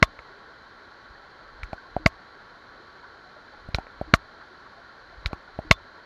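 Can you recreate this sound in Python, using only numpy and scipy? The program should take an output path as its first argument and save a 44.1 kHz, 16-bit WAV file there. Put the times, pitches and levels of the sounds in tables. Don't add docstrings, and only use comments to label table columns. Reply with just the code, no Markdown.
import sys
import numpy as np
from scipy.fft import rfft, irfft, next_fast_len
from scipy.io import wavfile
from scipy.ndimage import map_coordinates

SR = 44100
rng = np.random.default_rng(int(sys.argv[2]) if len(sys.argv) > 2 else 0)


def master_out(mix):
    frames = np.transpose(np.atleast_2d(mix))
    ceiling = np.clip(frames, -1, 1)
    pcm = np.round(ceiling * 32767).astype(np.int16)
    wavfile.write(sys.argv[1], SR, pcm)


N = 267187
FIRM_THUMP_DB = -25


def amp(db):
    return 10 ** (np.asarray(db) / 20)


def unit(x):
    return x / np.sqrt(np.mean(x ** 2) + 1e-20)


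def along(points, hz):
    frequencies, values = np.transpose(points)
    return np.interp(np.log(hz + 1), np.log(frequencies + 1), values)


def wobble(rate):
    knots = rng.standard_normal(int(N * rate / SR) + 4)
    return map_coordinates(knots, [np.arange(N) * rate / SR])


def filtered(x, response):
    size = next_fast_len(len(x) + SR // 4)
    return irfft(rfft(x, size) * response(np.fft.rfftfreq(size, 1 / SR)), size)[:len(x)]


def add(track, s, sound):
    start = round(s * SR)
    sound = sound[max(-start, 0):]
    part = track[max(start, 0):][:len(sound)]
    part += sound[:len(part)]


def ring(hz, t60, t, phase=0):
    return np.sin(2 * np.pi * hz * t + phase) * amp(-60 * t / t60)


def bubbles(count, centre_hz, spread_octaves, cycles, size_db, rise):
    when, pitch, size = rng.random((count, 3)).T[:, :, None]
    hz = centre_hz * 2 ** (spread_octaves * (2 * pitch - 1))
    t = np.arange(SR // 30) / SR
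    age = t * hz / cycles
    strength = amp(-size_db * np.log(size + .01))
    envelope = strength * np.exp(-3 * age) * (1 - np.exp(-20 * age))
    phase = 2 * np.pi * hz * t * (1 + rise * np.minimum(age, 1))
    grains = envelope * np.sin(phase) * np.sqrt(hz)
    samples = (when * N).astype(int) + np.arange(len(t))
    return unit(np.bincount(samples.ravel(), grains.ravel(), N)[:N])


# (frequency [Hz], relative spectral density [dB])
WATER_SPECTRUM = [(15, -46), (25, -3), (65, -1.5), (163, -6), (364, -2), (774, -3), (1110, 0), (1240, 6),
                  (1410, 6.5), (2770, -17), (4190, -12), (5160, -22.5), (7050, -32), (8030, -35.5),
                  (11500, -35.5), (14300, -45.5), (16200, -61), (22000, -120)]
# (frequency [Hz], width [Hz], gain [dB])
PORT_BANDS = [(1127, 32, 5), (1226.5, 69, -10.5), (1385, 140, -2.5), (2620, 630, -3), (3095, 120, 5),
              (4088, 110, 7), (4477, 94, 7)]


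def waterfall():
    cloud = bubbles(count=3000, centre_hz=865.6, spread_octaves=1.383, cycles=28, size_db=8, rise=0.043)
    water = rng.standard_normal(N) + amp(-20.5) * cloud
    port_db = lambda hz: sum(db * np.exp(-((hz - mid) / width) ** 2) for mid, width, db in PORT_BANDS)
    water = unit(filtered(water, lambda hz: amp(along(WATER_SPECTRUM, hz) + port_db(hz))))
    crossover_hz, churn_db, spray_db = 2460, -49, -61
    churn = filtered(water, lambda hz: 1 / (1 + (hz / crossover_hz) ** 6))
    spray = unit(water - churn)
    return churn * amp(churn_db + .5 * wobble(29)) + spray * amp(spray_db + .25 * wobble(57))


def grip():
    t = np.arange(N) / SR
    rumble_db, lead_s, half_width_s = -49, 0.033, 0.12
    shifts = [min(amp(thump_db - FIRM_THUMP_DB), 1) * np.exp(-((t - s + lead_s) / half_width_s) ** 2)
              for s, _, thump_db, *_ in [*TICK_IMPACTS, *SNAP_IMPACTS]]
    rumble = unit(filtered(rng.standard_normal(N), lambda hz: hz / (1 + (hz / 55) ** 3.8)))
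    return amp(rumble_db) * np.max(shifts, axis=0) * rumble


# (time [s], high frequency [Hz], high level [dB], high t60 [s], low level [dB])
SNAP_RINGS = [(0.0276, 3526, -29, 0.075, -31.5), (2.061, 4700, -11, 0.013, -36),
              (4.139, 4730, -36, 0.01, -42), (5.712, 3535, -21.5, 0.08, -33.5)]


def twang_and_rings():
    out, t = np.zeros(N), np.arange(SR // 4) / SR
    twang_db, lead_s, attack_s = -42, .064, 0.00091
    twang = amp(twang_db) * ring(hz=312, t60=.26, t=t) * (1 - np.exp(-t / attack_s))
    low_ping = ring(hz=1077, t60=.14, t=t)
    for s, high_hz, high_db, high_t60, low_db in SNAP_RINGS:
        flutter = amp(2.5 * wobble(140)[:len(t)])
        add(out, s - lead_s, twang)
        add(out, s, amp(low_db) * low_ping + amp(high_db) * flutter * ring(high_hz, high_t60, t))
    return out


def contact(hz, favoured_hz, tilt_db, cavity_db, rim_db, favour_db, octaves):
    away = np.log2(np.maximum(hz, 350) / favoured_hz)
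    band = favour_db * (np.exp(-(away / octaves) ** 2) - 1)
    cavity = cavity_db * np.exp(-((hz - 650) / 190) ** 2)
    rim = rim_db * np.exp(-((hz - 3800) / 1100) ** 2)
    return band + tilt_db * away + cavity + rim


def thump(width_s, lean, t):
    u = t / width_s
    corner_hz, damping = 46.5, 0.89
    bass_cut = lambda hz: -hz ** 2 / (corner_hz ** 2 - hz ** 2 + 1j * damping * corner_hz * hz)
    push = filtered((1 + lean * u) * np.exp(-u ** 2 / 2), bass_cut)
    return push / np.abs(push).max()


def impacts(rows, body, opposed, attack_s, favour_db, octaves, crack_db, rasp_db, lean, lag_s):
    out, t = np.zeros(N), np.arange(SR // 12) / SR
    crack_t60, rasp_s, scatter_rad = 0.0021, .016, .2
    margin_s = .012
    polarity = -1 if opposed else 1
    for s, level_db, thump_db, thump_s, favoured_hz, tilt_db, cavity_db, rim_db, tuning in rows:
        colour = lambda hz: amp(contact(hz, favoured_hz, tilt_db, cavity_db, rim_db, favour_db, octaves))
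        modes = np.zeros(len(t))
        for k, (mode_hz, db, t60) in enumerate(body):
            phase = rng.normal(0, scatter_rad)
            modes += polarity ** k * amp(db) * colour(mode_hz) * ring(mode_hz * tuning, t60, t, phase)
        noise = rng.standard_normal(len(t))
        grit = filtered(noise, lambda hz: colour(hz) * (hz > 350) / (1 + (hz / 9000) ** 2))
        crack = amp(crack_db - 60 * t / crack_t60)
        rasp = amp(rasp_db) * np.exp(-(t / rasp_s) ** 2)
        onset = 1 - np.exp(-(t / attack_s) ** 2)
        add(out, s, amp(level_db) * (modes + (crack + rasp) * grit) * onset)
        add(out, s + lag_s - margin_s, amp(thump_db) * thump(thump_s, lean, t - margin_s))
    return out


# (time [s], gain [dB], thump level [dB], thump width [s],
# favoured frequency [Hz], tilt [dB/octave], cavity gain [dB], rim gain [dB], mode tuning [ratio])
SNAP_IMPACTS = [(0.0265, 12, -3.5, 0.0011, 1870, -0.5, -7, 5, 0.997),
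                (2.061, 7, -5.5, 0.0011, 2280, 1.2, 2, -0.5, 0.99),
                (4.138, 10, -3, 0.001, 1490, 1, -4, 2.5, 1.025),
                (5.711, 12.5, -4.5, 0.0012, 2450, 0.8, -6.5, 7.5, 0.99)]
# (frequency [Hz], level [dB], t60 [s])
SHELL_MODES = [(470, 14, 0.0023), (658, -4.5, 0.032), (1000, 4.5, 0.0064), (1128, -9.5, 0.034),
               (1335, -1.5, 0.012), (1644, 7, 0.0054), (2039, -1.5, 0.012), (2214, -4.5, 0.013),
               (2711, 9.5, 0.0046), (3610, -13.5, 0.011), (3987, -15.5, 0.011), (4297, -11, 0.013),
               (5550, -20, 0.0098), (6200, -24, 0.0043)]


def snaps():
    return impacts(SNAP_IMPACTS, SHELL_MODES, opposed=True, attack_s=0.0016, favour_db=8, octaves=0.32,
                   crack_db=-14.5, rasp_db=-28.5, lean=3.2, lag_s=0.0006)


# (frequency [Hz], width [Hz], gain [dB])
SNAP_NOTCHES = [(830, 80, -5), (1248, 36, -4.5), (1840, 41, -3.5)]


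def notch_snaps(x):
    def response(hz):
        notches = [1 - (1 - amp(db)) * 1j * hz * width / (mid ** 2 - hz ** 2 + 1j * hz * width)
                   for mid, width, db in SNAP_NOTCHES]
        return np.prod(notches, axis=0)
    return filtered(x, response)


# (time [s], gain [dB], thump level [dB], thump width [s],
# favoured frequency [Hz], tilt [dB/octave], cavity gain [dB], rim gain [dB], mode tuning [ratio])
TICK_IMPACTS = [(0.1902, -28, -45.5, 0.0025, 2320, -4, -1, -9, 0.94),
                (1.106, -51, -44, 0.0025, 1500, -5, 2, -1, 0.75),
                (1.6326, -21, -28, 0.0032, 2080, -1.3, -5, -4, 0.99),
                (3.7461, -9, -18.5, 0.0018, 3820, -0.5, 6.5, 1, 1.02),
                (3.8677, -31.5, -56, .0022, 1710, -10.5, -4.5, -4, 0.98),
                (5.2595, -12, -20, .0023, 3250, -0.2, -1, 3, 1)]
# (frequency [Hz], level [dB], t60 [s])
CAP_MODES = [(564, -4.5, 0.008), (1115, -9.5, 0.021), (1365, -4, 0.02), (2074, -2.5, 0.011),
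             (2283, -4, 0.016), (3946, 0.5, 0.0065), (5350, -11.5, 0.0094)]


def ticks():
    return impacts(TICK_IMPACTS, CAP_MODES, opposed=False, attack_s=0.00045, favour_db=6, octaves=0.81,
                   crack_db=-10, rasp_db=-20.5, lean=0.18, lag_s=0.00046)


def fizz():
    out, t = np.zeros(N), np.arange(SR // 30) / SR
    fizz_db, t60, above_hz = -55, .045, 7500
    for s, _, thump_db, *_ in [*KNOCK_IMPACTS, *TICK_IMPACTS]:
        hiss = unit(filtered(rng.standard_normal(len(t)), lambda hz: hz > above_hz))
        level_db = fizz_db + min(thump_db - FIRM_THUMP_DB, 0)
        add(out, s, amp(level_db - 60 * t / t60) * hiss)
    return out


# (time [s], starting frequency [Hz], level [dB])
RINGING_BLIPS = [(1.489, 1330, -44), (1.779, 1533, -33.5), (2.8, 357, -44), (3.032, 984, -37.5),
                 (3.042, 1516, -37), (3.05, 1114, -43), (3.12, 460, -46), (3.365, 610, -40),
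                 (3.483, 1600, -41), (3.899, 1415, -41), (4.892, 1380, -38.5), (4.929, 1100, -45),
                 (5.31, 606, -37)]


def glugs():
    out, t = np.zeros(N), np.arange(SR // 8) / SR
    attack_s, t60 = .001, 0.052
    onset = 1 - np.exp(-t / attack_s)
    for s, hz, db in RINGING_BLIPS:
        add(out, s, amp(db) * ring(hz * (1 + 0.3 * t), t60, t) * onset)
    return out


# (time [s], gain [dB], thump level [dB], thump width [s],
# favoured frequency [Hz], tilt [dB/octave], cavity gain [dB], rim gain [dB], mode tuning [ratio])
KNOCK_IMPACTS = [(1.7304, -17.5, -27, 0.00066, 680, -3, 3.5, 2, 1.02),
                 (1.9646, -8, -16, 0.00037, 726, -10, -1, -2, 0.92),
                 (3.6875, -33.5, -30.5, 0.00098, 600, -7, 7, 4, 1.03),
                 (3.7846, -13.5, -21.5, 0.00046, 727, -5, -5, -3, 0.98),
                 (4.0126, -12.5, -20, 0.00054, 633, -10, 1, -3, 0.96),
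                 (5.3306, -13.5, -19, 0.00044, 900, -5, -15, 1, 1.01),
                 (5.5888, -8.5, -21, 0.00048, 595, -12, -1.5, -2, 1.01)]
# (frequency [Hz], level [dB], t60 [s])
WALL_MODES = [(480, 6, 0.0039), (633, -4.5, 0.023), (791, -1.5, 0.026), (1070, -5, 0.021),
              (1410, 1.5, 0.02), (1590, -3, 0.0025), (2370, 6.5, 0.0071), (4200, -4.5, 0.02)]


def knocks():
    return impacts(KNOCK_IMPACTS, WALL_MODES, opposed=True, attack_s=0.00031, favour_db=13, octaves=0.29,
                   crack_db=8.5, rasp_db=-15, lean=0.37, lag_s=0.0014)


def scene():
    clicks = notch_snaps(snaps()) + ticks() + knocks() + fizz() + twang_and_rings()
    return (clicks + grip() + waterfall() + glugs())[None]


# (frequency [Hz], gain [dB])
TREBLE_SHELF = [(100, 0), (6900, 0), (7800, -8), (14000, -8)]


def record(dry):
    ceiling, limit_hz = .93, 14600
    saturated = dry[0] / (1 + np.abs(dry[0] / ceiling) ** 6) ** (1 / 6)
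    soft = filtered(saturated, lambda hz: amp(along(TREBLE_SHELF, hz)))
    return filtered(soft, lambda hz: 1 / (1 + (hz / limit_hz) ** 80))[None]


dry = scene()
out = record(dry)
master_out(out)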